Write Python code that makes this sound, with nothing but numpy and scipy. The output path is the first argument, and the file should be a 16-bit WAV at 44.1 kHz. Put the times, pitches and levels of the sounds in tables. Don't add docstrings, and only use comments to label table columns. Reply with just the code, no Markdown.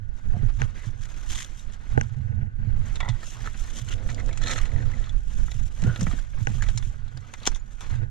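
import sys
import numpy as np
from scipy import signal
from scipy.fft import rfft, irfft, next_fast_len
from scipy.io import wavfile
from scipy.ndimage import uniform_filter1d, map_coordinates

SR = 44100
rng = np.random.default_rng(int(sys.argv[2]) if len(sys.argv) > 2 else 0)


def unload_audio(sound):
    columns = np.transpose(np.atleast_2d(sound))
    steps = np.round(np.clip(columns, -1, 1) * 32767)
    wavfile.write(sys.argv[1], SR, steps.astype(np.int16))


N = 357210
TIME = np.arange(N) / SR
HIT = np.arange(SR // 4) / SR

# (frequency [Hz], width [Hz], level [dB])
CRAMPON = [(616, 40, -13), (796, 71, -10), (1296, 85, 8.5), (1770, 49, 9), (1936, 54, 9.5), (2356, 90, 4),
           (2530, 52, 0.5), (3480, 48, 4.5), (3660, 46, 1.5), (4210, 110, 1.5), (5030, 100, -8.5),
           (6260, 300, -1), (6490, 110, -0.5), (7020, 170, 0)]
# (frequency [Hz], width [Hz], level [dB])
HOUSING = [(248, 88, -3.5), (476, 45, 2), (610, 46, 0), (810, 54, 6), (1520, 105, 7.5), (1900, 490, -0.5),
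           (2820, 360, -4.5), (6200, 320, -2)]
# (frequency [Hz], level [dB per Hz])
GRIT = [(150, -17), (350, 2), (900, 8.5), (2000, -3.5), (3600, 1.5), (4800, -6), (7000, -0.5), (8500, -10),
        (12000, -17.5), (15500, -54.5)]


def amp(db):
    return 10 ** (np.asarray(db) / 20)


def unit(x):
    return x / np.sqrt(np.mean(x ** 2) + 1e-20)


def decay(t60):
    return amp(-60 * HIT / t60)


def noise_pair(size=N):
    return rng.standard_normal((2, size))


def along(points, hz):
    f, v = np.transpose(points)
    return np.interp(np.log(hz + 1), np.log(f), v)


def gains(rows):
    s, *cols = np.transpose(rows)
    active = (TIME > s[0] - .01) * (TIME < s[-1] + .01)
    return [amp(np.interp(TIME, s, c)) * active for c in cols]


def filtered(x, response):
    n = x.shape[-1]
    m = next_fast_len(n + 8192)
    return irfft(rfft(x, m) * response(np.fft.rfftfreq(m, 1 / SR)), m)[..., :n]


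def colour(points, hz):
    cepstrum = irfft(np.log(amp(along(points, hz))))
    half = len(cepstrum) // 2
    return np.exp(rfft(np.r_[cepstrum[0], 2 * cepstrum[1:half], np.zeros(half)]))


def body(modes, hz):
    total = 0
    for k, (centre, width, db) in enumerate(modes):
        damping = 1j * hz * width
        total = total + (-1) ** k * amp(db) * damping / (centre * centre - hz * hz + damping)
    return total


def pan(x, left_db):
    return x * np.array([amp(left_db / 2), amp(-left_db / 2)]).reshape(2, -1)


def out_of_step(radians, hz):
    return np.exp(.5j * np.outer([1, -1], along(radians, hz)))


def ports(pair, response):
    # (frequency [Hz], left-right likeness)
    alike = [(300, 0.6), (1400, 0.71), (3100, 0.65), (4800, 0.75), (6200, 0.28), (9000, 0.17), (15000, .15)]
    # (frequency [Hz], phase by which the left port leads [rad])
    lead = [(300, 0.6), (700, 1.0), (1000, 1.55), (1500, 1.33), (2200, 0.7), (3200, 0.1), (4800, -0.04),
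            (6800, 2.5), (12000, 1.4)]
    # (frequency [Hz], left minus right [dB])
    lean = [(200, -3.5), (700, -4), (1400, -1.5), (2500, -2), (4500, -0.5), (7000, 2.5), (12000, -3)]

    def split(hz):
        turn = np.arccos(np.clip(along(alike, hz), -1, 1)) / 2
        return response(hz) * np.array([np.cos(turn), np.sin(turn)])

    direct, scattered = filtered(pair, split)
    both = np.array([direct + scattered, direct - scattered])
    return filtered(both, lambda hz: pan(out_of_step(lead, hz), along(lean, hz)))


def slips(rate, scatter_db, life, size=N):
    sizes = amp(scatter_db * np.clip(rng.standard_normal(size), -2, 2))
    kicks = (rng.random(size) < rate / SR) * sizes
    return unit(signal.lfilter([1], [1, -np.exp(-1 / (life * SR))], kicks))


def steadied(x, seconds):
    return x / np.sqrt(np.abs(uniform_filter1d(np.mean(x ** 2, axis=0), int(seconds * SR))) + 1e-9)


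def loudest(x):
    return np.sqrt(uniform_filter1d(np.mean(x ** 2, axis=0), SR // 500).max())


def add(track, s, sound):
    part = track[:, round(s * SR):][:, :sound.shape[1]]
    part += sound[:, :part.shape[1]]


def strokes(table, rise_s, fall_s, build_db=0):
    t = TIME[::32]
    power = 0
    for start, end, db in table:
        outside = np.maximum(start - t, 0) / rise_s + np.maximum(t - end, 0) / fall_s
        build = np.interp(t, [start, end], [-build_db, 0])
        power = power + amp(db + build - 20 * outside) ** 2
    return np.interp(TIME, t, np.sqrt(power))


def patchy(x, depth_db, size=4):
    z = signal.stft(x, nperseg=512)[2]
    field = uniform_filter1d(rng.standard_normal(z.shape[1:]), size=2, axis=0)
    field = uniform_filter1d(field, size=size, axis=1)
    patches = unit(amp(depth_db * np.clip(unit(field), -2.5, 2.5)))
    return signal.istft(z * patches, nperseg=512)[1][:, :x.shape[1]]


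def surges(rate, depth_db):
    knots = np.clip(rng.standard_normal(int(N * rate / SR) + 4), -1.5, 1.5)
    return unit(amp(depth_db * map_coordinates(knots, [TIME * rate])))


def gully():
    # (frequency [Hz], level [dB per Hz])
    rush = [(120, 5.5), (330, -7), (550, -4), (1000, -30), (3000, -40)]
    return amp(-63) * unit(filtered(noise_pair(), lambda hz: amp(along(rush, hz))))


def housing(x, modes):
    twist = [(900, 2.73), (1600, 2.47), (3000, 1.24), (6000, 1.7)]  # (frequency [Hz], left lead [rad])
    # (frequency [Hz], left minus right [dB])
    lean = [(250, -15.0), (700, -2.0), (1500, 2.5), (3000, 4.5), (6000, -8.0)]
    return filtered(x, lambda hz: body(modes, hz) * pan(out_of_step(twist, hz), along(lean, hz)))


def hollows():
    # (frequency [Hz], width [Hz], level [dB])
    cavities = [(213.8, 10, 11.5), (477, 36, -8), (795, 60, 0), (1520, 115, 6), (1800, 150, -13)]
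    return amp(-58) * unit(housing(rng.standard_normal(N), cavities))


def shake(spectrum, lean, shared, even):
    noise = noise_pair() + shared * rng.standard_normal(N)
    return steadied(filtered(noise, lambda hz: pan(amp(along(spectrum, hz)), along(lean, hz))), even)


def helmet():
    # (time [s], level [dB])
    draught = [(0, -39), (.7, -34), (1.8, -43), (2.5, -35.5), (3.2, -37), (4.25, -29), (5.4, -29.5),
               (6.3, -30), (6.95, -36.5), (7.4, -46.5), (8.1, -32.5)]
    # (start [s], end [s], level [dB])
    turns = [(.26, .31, -24.5), (.43, .62, -27), (1.0, 1.16, -38.5), (1.29, 1.33, -28.5), (1.5, 1.54, -40),
             (1.66, 1.7, -34), (1.92, 1.96, -26.5), (2.7, 2.8, -26), (2.91, 3.06, -31), (3.6, 3.64, -30.5),
             (4.74, 4.78, -26.5), (6.6, 6.72, -26.5), (7.51, 7.55, -28), (7.9, 8.02, -36.5)]
    # (start [s], end [s], level [dB])
    shifts = [(0, .03, -36.5), (.35, .48, -32), (.6, .66, -29), (.88, 1.05, -38.5), (1.96, 2.01, -24.5),
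              (2.12, 2.45, -30.5), (2.6, 2.88, -33), (3.07, 3.12, -35), (3.38, 3.46, -41.5),
              (3.82, 4.62, -37), (4.75, 4.87, -28.5), (4.95, 5.13, -38), (5.55, 5.63, -32.5),
              (5.84, 5.91, -26.5), (6.0, 6.07, -28.5), (6.4, 6.8, -33), (6.88, 7.22, -42),
              (7.92, 8.03, -29.5)]
    # (frequency [Hz], level [dB per Hz])
    air_spectrum = [(10, -8.5), (25, 0), (45, -9.5), (70, -14.5), (110, -25), (200, -31), (500, -61),
                    (1500, -83.5)]
    mount_spectrum = [(40, -39), (80, -4), (110, 0.5), (130, -3), (170, -34), (220, -16), (300, -57),
                      (700, -73.5)]
    # (frequency [Hz], left minus right [dB])
    air_lean = [(30, -18), (100, -13.5), (250, -4.5)]
    mount_lean = [(70, -20.5), (115, -19.5), (160, -8), (300, -13.5)]

    air = np.hypot(gains(draught)[0] * surges(rate=14, depth_db=4), strokes(turns, rise_s=.05, fall_s=.1))
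    rumble = amp(5.5) * air * shake(air_spectrum, air_lean, shared=0.63, even=0.2)

    idle = amp(-51)
    shudder = np.hypot(idle, strokes(shifts, rise_s=.06, fall_s=.1)) * surges(rate=16, depth_db=2)
    mount = amp(3.0) * shudder * shake(mount_spectrum, mount_lean, shared=0.92, even=0.073)

    rub = np.hypot(amp(-23.5) * shudder, amp(-31) * air)
    grains = rng.standard_normal(N) * slips(410, 7.3, 0.012)
    rubbing = filtered(grains, lambda hz: 1 / (1 + 1j * hz / 700) / (1 + (hz / 3500) ** 2))
    return rumble + mount + amp(3.5) * rub * unit(housing(rubbing, HOUSING))


def knocks():
    # (time [s], peak level [dB], contact cut-off [Hz], mount thump [dB])
    table = [(0.336, -31, 1500, -23), (0.432, -24.5, 404, -16.5), (0.618, -11.5, 5560, -19),
             (0.869, -42, 400, -21.5), (1.976, -4.5, 960, -12), (2.0116, -14, 10200, -39),
             (2.672, -35, 420, -18.5), (3.092, -50, 400, -17), (6.0685, -24, 2850, -33),
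             (6.413, -63, 400, -20), (6.471, -10.5, 6215, -28), (6.552, -40, 400, -23),
             (6.751, -45, 400, -23.5), (6.868, -48, 400, -27.5), (7.146, -60, 400, -28.5)]
    out = np.zeros((2, N))
    swing = np.sin(2 * np.pi * 116 * HIT) * decay(.15) * (1 - np.exp(-HIT / .004))
    for s, db, cut_hz, thump_db in table:
        tap = (HIT == 0) + 0.02 * rng.standard_normal(len(HIT)) * decay(0.0071)
        ring = housing(filtered(tap, lambda hz: 1 / (1 + 1j * hz / cut_hz) ** 3), HOUSING)
        add(out, s, amp(db) * ring / np.abs(ring).max() + amp(thump_db - 5.0) * pan(swing, -26.0))
    return out


def squeak(table, width_hz, overtone_db):
    s, db, hz = np.transpose(table)
    level, = gains(np.c_[s, db])
    phase = 2 * np.pi * np.cumsum(np.interp(TIME, s, hz)) / SR
    hoarse = filtered(noise_pair(), lambda hz: 1 / (1 + 1j * hz / width_hz) / (1 + (hz / 600) ** 2))
    hoarse = steadied(hoarse, 0.054)
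    note = lambda k: hoarse[0] * np.cos(k * phase) + hoarse[1] * np.sin(k * phase)
    return level * pan(unit(note(0.97) + amp(overtone_db) * note(2)), -1)


def mount_creak():
    # (time [s], level [dB], pitch [Hz], sounded 3 % lower)
    path = [(.315, -81, 820), (.342, -46, 742), (.362, -47.5, 703), (.385, -64, 710), (.42, -120, 710),
            (1.87, -120, 819), (1.9, -64, 813), (1.94, -72, 808), (1.975, -52, 808)]
    return squeak(path, width_hz=44, overtone_db=-22)


def clothing():
    # (time [s], level [dB])
    work = [(0, -67.5), (.4, -54.5), (.95, -61), (1.35, -53.5), (1.8, -59.5), (2.0, -51.5), (2.14, -59.5),
            (2.48, -70), (2.95, -57), (3.45, -47.5), (3.85, -55), (4.3, -53.5), (4.95, -53), (5.2, -56),
            (5.85, -55.5), (6.28, -56.5), (6.62, -50.5), (6.95, -62), (7.5, -52), (7.65, -64.5),
            (7.9, -48.5), (8.1, -68)]
    # (start [s], end [s], swish [dB], dull rustle [dB])
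    sweeps = [(0.177, 0.19, -72, -52.5), (0.601, 0.64, -61, -45.5), (0.769, 0.89, -64, -54.5),
              (1.027, 1.48, -64, -55), (1.307, 1.405, -48.5, -63), (1.581, 1.59, -56.5, -53),
              (2.651, 2.87, -81, -60), (2.852, 2.973, -63, -51), (3.259, 3.34, -53, -58),
              (3.578, 3.93, -56, -58.5), (4.097, 4.11, -57, -46), (4.473, 4.62, -53.5, -47),
              (5.329, 5.68, -60.5, -60.5), (5.777, 6.03, -60.5, -53), (6.011, 6.03, -52, -42),
              (6.08, 6.19, -57, -46.5), (6.415, 6.92, -61, -76), (7.753, 7.7, -52.5, -70)]
    # (frequency [Hz], level [dB per Hz])
    nylon = [(1000, -32), (2200, -0.5), (3300, 5), (4600, -5), (6300, 8), (7300, 5), (8400, -2.5),
             (10500, 0), (13000, 4.5), (15500, -15.5)]
    rustle_spectrum = [(150, 8.5), (400, -5), (750, -4.5), (1300, -1.5), (1900, -3.5), (2600, -10),
                       (4000, -13), (8000, -28.5)]

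    effort, = gains(work)
    start, end, swish_db, rustle_db = np.transpose(sweeps)
    creeping = amp(-70) * (effort / amp(-56.5)) ** 1.2
    swish = np.hypot(creeping, strokes(zip(start, end, swish_db), rise_s=0.074, fall_s=0.068))
    rustle = np.hypot(effort, strokes(zip(start, end, rustle_db), rise_s=0.026, fall_s=0.042))
    fine = ports(noise_pair() * slips(900, 5, .004), lambda hz: amp(along(nylon, hz)))
    dull = ports(noise_pair() * slips(900, 13.3, 0.012), lambda hz: amp(along(rustle_spectrum, hz)))
    fine = amp(8.5) * swish * unit(patchy(fine, depth_db=3))
    dull = amp(4.5) * rustle * unit(patchy(dull, depth_db=3.0))
    return pan(fine + dull, 0.95)


def wipes():
    # (start [s], end [s], level [dB], main ring [Hz], ring strength [dB])
    table = [(0.752, 0.866, -53, 1900, 17), (1.008, 1.068, -48.5, 1630, 1), (1.297, 1.397, -38.5, 3400, 1),
             (1.377, 1.439, -39, 1930, 2), (1.417, 1.457, -43, 3300, -9), (1.719, 1.756, -51.5, 2980, -2),
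             (1.879, 1.942, -61.5, 1800, 2), (3.757, 3.814, -40.5, 3250, -3),
             (3.882, 3.948, -42, 3100, 4.5)]
    # (frequency [Hz], width [Hz], level [dB])
    crust = [(1160, 390, -5.5), (1950, 320, -3), (3300, 630, -5), (6500, 910, -1), (12500, 3200, -11)]
    bite_s, lift_s = 0.0044, 0.009
    out = np.zeros((2, N))
    for start, end, db, ring_hz, ring_db in table:
        press = np.clip(HIT / bite_s, 0, 1) * np.clip((end - start - HIT) / lift_s, 0, 1)
        grains = noise_pair(len(HIT)) * slips(520, 4, .0025, len(HIT))
        main = [(ring_hz, 380, ring_db)]
        rasp = ports(grains, lambda hz: np.hypot(np.abs(body(crust, hz)), np.abs(body(main, hz))))
        add(out, start, amp(db) * press * steadied(rasp, .03))
    return out


def snow_squeak():
    # (time [s], level [dB], pitch [Hz], sounded 3 % lower)
    path = [(5.845, -51, 1393), (5.872, -46, 1484), (5.897, -35.5, 1520), (5.912, -45, 1527),
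            (5.935, -47, 1520), (5.975, -51, 1416), (5.99, -56, 1430)]
    return squeak(path, width_hz=22, overtone_db=-19)


def thuds():
    # (time [s], peak level [dB], hardness as a pitch factor)
    table = [(0.367, -19, 1.19), (1.977, -30, 1.25), (5.829, -15.5, 0.99), (5.844, -16, 1.56),
             (5.864, -28, 3.04), (5.874, -10.5, 0.85), (5.89, -16, 0.93), (5.993, -25, 1.5),
             (6.018, -13.5, 1.26), (6.028, -15.5, 1.04), (6.068, -21, 1.3), (6.079, -20, 1.08),
             (6.135, -24.5, 1.74), (6.499, -23.5, 1.38), (7.4735, -19, 2.53)]
    # (frequency [Hz], width [Hz], level [dB])
    snowpack = [(100, 78.3, 1), (166.5, 41.7, 3.5), (270, 5.5, -21), (494, 51, -100)]
    out = np.zeros((2, N))
    for s, db, hardness in table:
        push = (HIT == 0) + 0.043 * noise_pair(len(HIT)) * decay(0.065)
        thud = filtered(push, lambda hz: body(snowpack, hz / hardness) / (1 + 1j * hz / (800 * hardness)))
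        add(out, s, amp(db) * thud / np.abs(thud).max())
    return pan(out, -1.6)


def sole_rub():
    # (start [s], end [s], level [dB])
    rubs = [(3.76, 3.8, -48), (3.95, 4.08, -47.5), (4.15, 4.33, -44.5), (4.46, 4.56, -41.5),
            (4.71, 4.83, -45), (4.87, 5.03, -50), (5.865, 5.93, -45), (6.0, 6.04, -43.5)]
    # (frequency [Hz], width [Hz], level [dB])
    boot = [(227, 46, 5), (292, 160, -2), (490, 47, 1), (664, 220, -9)]
    sole = ports(noise_pair() * slips(120, 2.2, 0.024), lambda hz: body(boot, hz))
    return strokes(rubs, rise_s=0.13, fall_s=0.022) * steadied(sole, 0.049)


def rattle():
    # (time [s], level [dB], contact cut-off [Hz]: a lower one stirs only the low notes)
    taps = [(3.0035, -33, 2500), (3.008, -27.5, 8000), (3.016, -42, 1300), (3.029, -31.5, 1800),
            (3.0325, -34, 1500), (3.0475, -34, 2600), (3.058, -33.5, 1400), (3.067, -41, 1500),
            (3.0805, -31, 1700), (3.088, -32, 4500), (3.1, -39, 5000), (3.128, -46.5, 5000),
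            (3.159, -51, 4000), (3.191, -47, 6000)]
    # (frequency [Hz], width [Hz], level [dB])
    shaft = [(739, 15, -3), (843, 13, 3), (990, 100, -2.5), (1390, 50, 1.5), (1956, 61, 7), (2200, 84, -7),
             (3400, 25, 2), (3740, 76, -3)]
    out = np.zeros((2, N))
    for s, db, cut_hz in taps:
        tap = np.outer([1, 0], HIT == 0) + .06 * noise_pair(len(HIT)) * decay(.04)
        struck = []
        for mode_hz, width, level in shaft:
            shifted_hz = mode_hz * (1 + .018 * rng.standard_normal())
            struck.append((shifted_hz, width, level + 3.5 * rng.standard_normal()))
        contact = lambda hz: 1 / (1 + 1j * hz / cut_hz) ** 2
        ring = ports(tap, lambda hz: (body(struck, hz) + amp(-18) * colour(GRIT, hz)) * contact(hz))
        add(out, s, amp(db) * ring / loudest(ring))
    return out


def strikes(table, modes, bright_db, note_db, note_width_hz, grit_db, spray_db, spray_t60, scatter_db, crack_db):
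    out = np.zeros((2, N))
    for s, db, low_db, high_db, note_hz, crush_t60 in table:
        force = decay(crush_t60) + amp(spray_db) * decay(spray_t60)
        struck = [(hz, width, level + scatter_db * rng.standard_normal()) for hz, width, level in modes]
        struck.append((note_hz, note_width_hz, note_db))
        steel_and_grit = lambda hz: body(struck, hz) + amp(grit_db) * colour(GRIT, hz)
        ring = ports(force * noise_pair(len(HIT)), steel_and_grit)
        hardness = [(900, low_db - 7.0), (2000, low_db + 0.5), (3500, -5.0), (5300, high_db + bright_db)]
        ring = filtered(ring, lambda hz: colour(hardness, hz))
        burst = noise_pair(len(HIT)) * decay(0.4 * crush_t60)
        crack = filtered(burst, lambda hz: (1j * hz / (5500 + 1j * hz)) ** 2)
        add(out, s, amp(db) * (ring / loudest(ring) + amp(crack_db) * crack / loudest(crack)))
    return out


def axe_pick():
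    # (time [s], level [dB], body [dB], splinter [dB], note [Hz], crush t60 [s])
    blows = [(7.0803, -47, -22, -17, 4120, 0.024), (7.1736, -36.5, -17, -14, 4720, 0.015),
             (7.3376, -28, 4.5, -10.5, 1960, 0.038), (7.4006, -44, -20, -19.5, 1840, .04),
             (7.4315, -37, -27, -20, 4386, 0.033), (7.4544, -26.5, -24, -23, 3300, 0.044),
             (7.4642, -19.5, -19, -16, 3450, 0.056), (7.467, -18, -9.5, -9, 3370, 0.057),
             (7.4728, -9.5, -1.5, -6, 5150, 0.018), (7.5176, -36, 4, -6, 3310, 0.03),
             (7.5468, -35, -28, -18, 3750, 0.047), (7.5583, -35, 6.5, -1, 3754, 0.072),
             (7.8068, -34, -4, -12, 2220, 0.17)]
    # (frequency [Hz], width [Hz], level [dB])
    axe = [(347, 62, 2), (920, 316, 18.5), (1600, 1100, 3.5), (2750, 410, -21), (3450, 250, 2),
           (5150, 1000, 2), (6100, 770, 8), (6300, 190, 3.5), (6370, 380, 3.5)]
    bites = strikes(blows, axe, bright_db=4, note_db=8, note_width_hz=300, grit_db=3,
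                    spray_db=-17, spray_t60=.07, scatter_db=1.5, crack_db=-3)
    return amp(-5.0) * pan(bites, 2.1)


def grating():
    # (start [s], end [s], level [dB], main ring [Hz])
    table = [(3.898, 3.938, -39, 2760), (3.979, 3.993, -43, 3580), (4.182, 4.212, -42, 2090),
             (4.511, 4.546, -39.5, 1700), (5.986, 6.007, -43.5, 2770), (6.67, 6.71, -48, 1740)]
    out = np.zeros((2, N))
    for start, end, db, ring_hz in table:
        load = np.interp(HIT, [0, .006, end - start - .008, end - start], [0, 1, .8, 0])
        modes = [(ring_hz / 2, 180, -1), (0.73 * ring_hz, 150, -4), (ring_hz, 130, 1)]
        rasp = ports(noise_pair(len(HIT)) * slips(600, 4.4, 0.0057, len(HIT)), lambda hz: body(modes, hz))
        add(out, start, amp(db) * load * unit(rasp))
    return out


def pings():
    # (time [s], level [dB], pitch [Hz])
    table = [(3.1, -40, 3410), (5.0935, -38.5, 3450), (6.826, -41.5, 3480), (7.338, -34, 2050),
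             (7.597, -45, 7040)]
    out = np.zeros((2, N))
    for s, db, pitch_hz in table:
        ring = np.sin(2 * np.pi * pitch_hz * HIT) * amp(db) * decay(0.045) * (1 - np.exp(-HIT / .001))
        add(out, s, np.array([ring, ring]))
    return out


def skips():
    # (time [s], level [dB], pitch [Hz])
    table = [(3.4716, -42, 1950), (3.474, -38.5, 1080), (3.477, -39, 1440), (3.4807, -50, 2040),
             (4.181, -41, 2090), (4.311, -44, 2240), (4.563, -35, 1860), (4.613, -40, 2000),
             (4.635, -39, 1950), (4.692, -45, 1900), (4.716, -42, 1800), (4.76, -41, 1840),
             (4.782, -44, 1800), (4.804, -40.5, 1760), (4.826, -41, 1600), (4.917, -41, 1740),
             (4.936, -40, 1900), (4.98, -50, 1810), (5.07, -46, 1320), (6.609, -39, 1630),
             (6.6227, -27.5, 1579)]
    out = np.zeros((2, N))
    for s, db, pitch_hz in table:
        catch = noise_pair(len(HIT)) * decay(0.023)
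        chirp = ports(catch, lambda hz: body([(pitch_hz, 400, 0)], hz) ** 2 + amp(-22) * body(CRAMPON, hz))
        add(out, s, amp(db) * chirp / loudest(chirp))
    return out


def teeth(scatter_db, life):
    pace = 230 * surges(rate=300, depth_db=4)
    sizes = amp(scatter_db * np.clip(rng.standard_normal(N), -1.5, 1.5))
    snaps = np.diff(np.floor(np.cumsum(pace) / SR), prepend=0) * sizes
    return unit(signal.lfilter([1], [1, -np.exp(-1 / (life * SR))], snaps))


def scraping():
    # (start [s], end [s], level [dB])
    drags = [(3.458, 3.477, -42), (4.088, 4.12, -46), (4.185, 4.21, -43), (4.31, 4.38, -55),
             (4.417, 4.445, -35.5), (4.463, 4.538, -29), (4.565, 4.588, -29.5), (4.63, 5.09, -52.5),
             (5.82, 5.86, -57), (6.01, 6.15, -67), (6.62, 6.69, -50)]
    pressure = strokes(drags, rise_s=0.014, fall_s=0.0064, build_db=2.5)
    fine_grinding = slips(1100, 3.8, .0016)
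    bite = np.hypot(fine_grinding, amp(0.5) * teeth(scatter_db=3.5, life=.0005))
    bite = np.hypot(bite, 1.6 * slips(75, 2, .0016))
    catches = noise_pair() * bite
    steel = ports(catches, lambda hz: body(CRAMPON, hz) + amp(-10) * colour(GRIT, hz))
    steel = patchy(steel, depth_db=2, size=9)
    return amp(-1.5) * pressure * pan(steadied(steel, 0.044), -2.5)


def crampon_points():
    # (time [s], level [dB], clank [dB], ping [dB], the point's own note [Hz], crush t60 [s])
    clicks = [(2.9563, -28, -6.5, -10.5, 3540, 0.048), (3.0036, -20.5, 1.5, -12.5, 2200, 0.034),
              (3.0876, -26, -11, -9, 3500, 0.068), (3.458, -27, 15, -9, 1220, 0.027),
              (3.4734, -23, 15, -18, 1380, 0.0076), (4.0893, -29, 2, -12, 2260, 0.024),
              (4.101, -30, 0, 2, 6700, 0.022), (4.146, -27, -23, -7, 4670, 0.0076),
              (4.261, -35, -8, 5, 3300, 0.017), (4.284, -35, -4, -4, 2200, .015),
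              (4.2905, -29.5, 3, -11, 4200, 0.016), (4.329, -30, -1.5, -6, 2080, .025),
              (4.374, -26.5, -1.5, -1, 7830, 0.049), (4.437, -26, -18, -15, 3840, 0.019),
              (4.461, -29, 2, -15, 1420, 0.019), (4.4801, -21, -31, -16, 3850, 0.012),
              (4.493, -52, 4, -4, 1370, .02), (4.511, -20, -29, -7, 1400, 0.035),
              (4.534, -21, -14, -7, 2480, 0.016), (4.5781, -25, -3, -14, 1300, 0.013),
              (4.6539, -30.5, 0, -9, 1420, 0.1), (5.0926, -36.5, -15, -11, 3270, 0.035),
              (5.0414, -32, -9, -15, 1440, .02), (5.482, -30.5, 26, -22, 1130, 0.014),
              (5.5168, -26.5, -4, -5.5, 3800, 0.013), (5.8194, -30.5, -6, -1, 1300, 0.041),
              (5.8384, -25, 1, -3, 1490, 0.014), (5.9602, -23, -5.5, -17, 3230, 0.018),
              (6.0095, -21.5, -2, 3, 2130, 0.033), (6.0297, -26, 2, 13, 1480, 0.029),
              (6.068, -21, 6, -19, 2270, 0.018), (6.623, -24.5, 3, 2, 4340, 0.045),
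              (6.637, -30, 2, -7, 2150, 0.026), (6.666, -33, 2, -6, 1800, 0.037),
              (6.6862, -26.5, -7, -11.5, 4400, 0.032), (6.775, -20.5, -3.5, -2, 1726, 0.02),
              (6.7802, -24, -23, 5, 3496, 0.02), (6.8254, -32, -1, -17, 990, 0.02)]
    clinks = strikes(clicks, CRAMPON, bright_db=2, note_db=9, note_width_hz=90, grit_db=1,
                     spray_db=-16, spray_t60=.07, scatter_db=2.5, crack_db=-12)
    return amp(-8.0) * pan(clinks, -0.72)


def scene():
    camera = hollows() + helmet() + knocks() + mount_creak()
    snow = wipes() + snow_squeak() + thuds()
    tools = rattle() + axe_pick()
    crampons = grating() + pings() + skips() + scraping() + crampon_points()
    return gully() + camera + clothing() + snow + sole_rub() + tools + crampons


def record(dry):
    # (frequency [Hz], level [dB])
    microphone = [(7500, -0.5), (9000, -3.5), (13000, -20), (15400, -17)]
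    top_hz = 15400
    return filtered(dry, lambda hz: amp(along(microphone, hz)) * (hz < top_hz))


dry = scene()
out = record(dry)
unload_audio(out)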